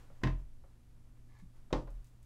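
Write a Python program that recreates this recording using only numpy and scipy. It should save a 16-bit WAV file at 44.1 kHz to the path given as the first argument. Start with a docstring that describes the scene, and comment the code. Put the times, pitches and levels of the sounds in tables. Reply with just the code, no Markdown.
"""Closing and lifting a laptop

In a small room, a laptop lid snaps shut and bounces once. Fingers work at its edge; as it is lifted,
the base comes up too and drops back on the wooden table. Both blows make the metal case and the wood
ring, and the table sways deeply. Light knocks, ticks and rubs of the hands lie over a low hum and rumble."""
import sys
import numpy as np
from scipy import signal
from scipy.fft import rfft, irfft
from scipy.io import wavfile
from scipy.ndimage import uniform_filter1d

SR = 44100
rng = np.random.default_rng(int(sys.argv[2]) if len(sys.argv) > 2 else 0)


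def wrap_up_sound(samples):
    """Save the sound to the file named by the first command line argument, as 16-bit audio."""
    columns = np.atleast_2d(samples).T
    # keep every value between -1 and 1, then stretch to whole-number steps
    tamed = np.clip(columns, -1, 1)
    steps = np.round(tamed * 32767).astype(np.int16)
    wavfile.write(sys.argv[1], SR, steps)


N = 99225
T = np.arange(N) / SR

# ringing tones of wood and metal (pitch [Hz], fade time [s], level for lid [dB], level for base [dB])
WOOD_TONES = [(86.7, .42, -36, -47), (130.2, 0.31, -25.5, -37.5), (164.8, 0.27, -36, -44.5),
              (210.7, 0.18, -32.5, -42), (255.4, 0.21, -38, -35.5), (301.6, 0.29, -36, -36.5),
              (345.8, 0.26, -39.5, -37), (404, 0.17, -44.5, -38), (500.4, 0.24, -46.5, -36.5),
              (529.8, .24, -60, -39), (593, 0.33, -50.5, -42), (641, 0.29, -43.5, -46.5)]
METAL_TONES = [(763.7, 0.12, -52, -40.5), (868.5, 0.2, -53, -39.5), (942, 0.27, -50, -45.5),
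               (1031, 0.21, -42, -55), (1063, 0.16, -44, -38.5), (1665, 0.043, -36, -49),
               (1841, 0.16, -49, -52.5), (2087, 0.1, -44.5, -46), (2620, 0.21, -53.5, -75)]
# air slaps of the lid, then the base (time [s], peak level [dB], width [ms])
AIR_SLAPS = [(0.2367, -23.5, 0.96), (1.7291, -21.5, 0.54)]


def amp(db):
    """Turn decibels into a gain."""
    return 10 ** (np.asarray(db) / 20)


def at(hz, rows, column=1):
    """Look up a table's value at a pitch, blending between rows."""
    rows = np.array(rows)
    return np.interp(np.log(hz), np.log(rows[:, 0]), rows[:, column])


def fade(t, fade_s):
    """Die away by 60 dB in each fade time."""
    return np.exp(-np.log(1000) * np.maximum(t, 0) / max(fade_s, 1e-3))


def swell(start, rise, hold, fade_s):
    """Grow, stay level, then die away."""
    return np.clip((T - start) / max(rise, 1e-4), 0, 1) * fade(T - start - rise - hold, fade_s)


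def strokes(moves):
    """The rising and falling loudness of several hand movements."""
    return sum(amp(db) * swell(start, rise, 0, fade_s) for start, db, rise, fade_s in moves)


def noise(hz, width):
    """A band of noise around a pitch, with a typical size of 1."""
    freqs = np.arange(N // 2 + 1) * SR / N
    band = irfft(rfft(rng.standard_normal(N)) / (1 + (2 * (freqs - hz) / width) ** 4), N)
    return band / band.std()


def thirds(colour):
    """Noise bands, three to an octave, from the table's lowest pitch up."""
    centres = 14 * 2 ** (np.arange(31) / 3)
    return [(hz, noise(hz, hz / 3.5) / np.sqrt(3)) for hz in centres if hz > colour[0][0] * .8]


def wash(colour):
    """Steady noise with a given colour: its level in each octave."""
    return sum(amp(at(hz, colour)) * band for hz, band in thirds(colour))


def strikes(hits, colour, crack_s):
    """Each hit gives a short crack and an echo in the room; a longer contact sounds duller."""
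    # the room's echo (pitch [Hz], fade time [s])
    echo_times = [(140, 0.41), (600, 0.25), (2000, 0.23), (5000, 0.23), (12000, 0.41)]
    t = T[:SR // 2]
    out = np.zeros(N)
    for hz, band in thirds(colour):
        crack = amp(at(hz, colour)) * fade(t, crack_s)
        echo = amp(at(hz, colour, column=2)) * fade(t, at(hz, echo_times))
        shape = (crack ** 2 + echo ** 2) * np.minimum(t * hz, 1)
        power = np.zeros(N)
        for start, db, contact_ms in hits:
            i = int(start * SR)
            dulling = 1 + (hz * contact_ms / 1000) ** 2
            power[i:i + len(t)] += shape[:N - i] * amp(db) ** 2 / dulling
        # even out the noise's own flutter
        flutter = np.sqrt(uniform_filter1d(band ** 2, int(SR * max(.012, 10 / hz))) * 3 + 1e-9)
        out += band / flutter * np.sqrt(power)
    return out


def ring(start, tones, build_cycles=2.67):
    """Struck tones take a few cycles to build up in the room, then die away."""
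    out = np.zeros(N)
    for hz, fade_s, db in tones:
        wave = np.sin(2 * np.pi * (hz * (T - start) + rng.random()))
        out += amp(db) * wave * swell(start, build_cycles / hz, 0, fade_s)
    return out


def room():
    """Rumble, hiss and a slightly wavering mains hum."""
    # background noise (pitch [Hz], level [dB])
    air = [(14, -49), (25, -72.5), (42, -59), (75, -66.5), (150, -75), (270, -74), (450, -81), (900, -83),
           (2000, -85), (4500, -86), (9000, -84), (12500, -83.5), (15000, -93)]
    # hum tones (pitch [Hz], level [dB])
    hum_tones = [(119.8, -65.5), (166.5, -84.5), (240, -80)]
    out = wash(air)
    for hz, db in hum_tones:
        waver_db = 1.5 * noise(0, 2.7)
        out += amp(db + waver_db) * np.sqrt(2) * np.sin(2 * np.pi * (hz * T + rng.random()))
    return out


def sleeve():
    """A sleeve rustles as the arm moves."""
    # rustles (time [s], level [dB], rise [s], fade time [s])
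    rustles = [(-.02, 1, 0.016, 0.82), (.12, -11.5, 0.06, 0.97), (.37, -6, 0.027, 0.24),
               (.66, -16, 0.046, 0.41), (1.52, -7, .05, 0.67), (1.93, -7.5, 0.028, 0.63)]
    # cloth noise (pitch [Hz], level [dB])
    cloth = [(250, -74), (900, -71.5), (2000, -74), (4000, -79.5), (7000, -77), (14000, -83)]
    return strokes(rustles) * wash(cloth)


def palm_bumps():
    """A palm bumps the table and sets low tones ringing."""
    # bumps (time [s], level [dB])
    bumps = [(.088, -4), (.213, -11), (1.419, 5.5)]
    # table tones (pitch [Hz], fade time [s], level [dB])
    tones = [(170.2, 0.17, -56.5), (200, 0.14, -63), (251.5, 0.098, -65)]
    return sum(amp(db) * ring(start, tones) for start, db in bumps)


def finger_knocks():
    """Fingers knock softly on the case, which rings briefly."""
    # knocks (time [s], level [dB], contact [ms])
    knocks = [(.101, -5.5, .05), (.215, -3, .08), (.637, -6, 0.37), (1.705, 1.5, .03), (1.873, 3.5, .03)]
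    # knock noise (pitch [Hz], crack [dB], echo [dB])
    colour = [(250, -62, -71), (537, -57.5, -66), (800, -61.5, -63.5), (1200, -63, -65), (2160, -77, -77.5),
              (5060, -94, -84), (12000, -85, -99)]
    # case tones (pitch [Hz], fade time [s], level [dB])
    tones = [(554, 0.13, -58), (618, 0.093, -60.5)]
    ringing = sum(amp(db) * ring(start, tones) for start, db, _ in knocks)
    return strikes(knocks, colour, crack_s=0.07) + ringing


def table_sway():
    """The table top rocks at its lowest tone after each blow."""
    # sways (time [s], pitch [Hz], peak level [dB], rise [s], hold [s], fade time [s])
    sways = [(0.23, 41.9, -31.5, 0.022, .1, 0.44), (1.723, 39.5, -33.5, 0.01, 0.052, 0.17),
             (1.836, 39.2, -40.5, 0.033, 0.12, 0.21)]
    return sum(amp(db) * np.sin(2 * np.pi * hz * (T - start)) * swell(start, rise, hold, fade_s)
               for start, hz, db, rise, hold, fade_s in sways)


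def lid_shuts():
    """The lid strikes, ringing wood and metal; its bounce rings the metal again."""
    # lid blows (time [s], level [dB], contact [ms])
    hits = [(.2348, -1, 0.063), (.2368, 1.5, 0.23), (.2465, -17, 0.21), (.272, -6, 0.2)]
    # noise of the blows (pitch [Hz], crack [dB], echo [dB])
    colour = [(140, -45, -51.5), (278, -31.5, -43.5), (574, -53, -50.5), (1030, -43, -46), (1420, -42, -50),
              (1750, -30, -43.5), (2250, -41, -48), (3970, -40.5, -53), (6000, -45, -59),
              (8600, -55, -69.5), (14000, -59, -75)]
    wood = [(hz, fade_s, db) for hz, fade_s, db, _ in WOOD_TONES]
    metal = [(hz, fade_s, db) for hz, fade_s, db, _ in METAL_TONES]
    ringing = ring(hits[0][0], wood + metal)
    bounce = amp(-6.5) * ring(hits[-1][0], metal)
    return ringing + bounce + strikes(hits, colour, crack_s=0.025) + air_slap(*AIR_SLAPS[0])


def air_slap(when, db, width_ms):
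    """Flat faces push out the air as they meet: one swing of pressure, down and up."""
    offset = (T - when) * 1000 / width_ms
    return amp(db) * offset * np.exp((1 - offset ** 2) / 2)


def skin_rubs():
    """Skin catches and slips on the case, making a grainy hiss."""
    # rubs (time [s], level [dB], rise [s], fade time [s])
    rubs = [(1.16, -14.5, 0.013, 0.21), (1.26, -3.5, 0.11, 0.24), (1.38, -3, 0.019, 0.086)]
    # ringing bands of the hiss (pitch [Hz], width [Hz], level [dB])
    bands = [(1000, 560, -1.5), (1718, 96, -2), (2080, 520, -3), (3700, 2900, -9), (6300, 3200, -12)]
    grain_db = 2 * noise(0, width=300)
    hiss = sum(amp(db) * noise(hz, width) for hz, width, db in bands)
    return amp(-70 + grain_db) * strokes(rubs) * hiss


def tiny_ticks():
    """A fingernail and the hinge give short, bright ticks."""
    # ticks (time [s], level [dB], contact [ms])
    ticks = [(1.388, 3, .2), (1.398, 1, 0.32), (1.904, -0.5, .02), (2.044, 1.5, .03), (2.069, -1, .12),
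             (2.074, -4, .12), (2.229, -0.5, .02)]
    # tick noise (pitch [Hz], crack [dB], echo [dB])
    colour = [(1000, -82, -88), (3500, -96, -82), (7600, -61.5, -78.5), (12900, -73, -82)]
    return strikes(ticks, colour, crack_s=0.015)


def base_drops():
    """The base lands flat on the table, ringing the same tones as the lid at other strengths."""
    # base blows (time [s], level [dB], contact [ms])
    hits = [(1.7278, 0, 0.088), (1.7294, -2.5, 0.45)]
    # noise of the blows (pitch [Hz], crack [dB], echo [dB])
    colour = [(140, -52, -44.5), (280, -41, -42.5), (544, -44, -40), (1120, -42, -41), (1600, -39, -50.5),
              (2400, -40, -51), (4100, -33.5, -50.5), (6270, -43, -55), (8800, -56, -67), (14000, -73, -81)]
    tones = [(hz, fade_s, db) for hz, fade_s, _, db in WOOD_TONES + METAL_TONES]
    return ring(hits[0][0], tones) + strikes(hits, colour, crack_s=0.028) + air_slap(*AIR_SLAPS[1])


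def scene():
    """Add all the sounds into one channel."""
    laptop = lid_shuts() + base_drops() + table_sway()
    hands = sleeve() + palm_bumps() + finger_knocks() + skin_rubs() + tiny_ticks()
    return (laptop + hands + room())[None]


def record(dry):
    """Cut off the very highest treble."""
    top_hz = 15650
    return signal.sosfilt(signal.ellip(8, .2, 70, top_hz, fs=SR, output="sos"), dry)


dry = scene()
out = record(dry)
wrap_up_sound(out)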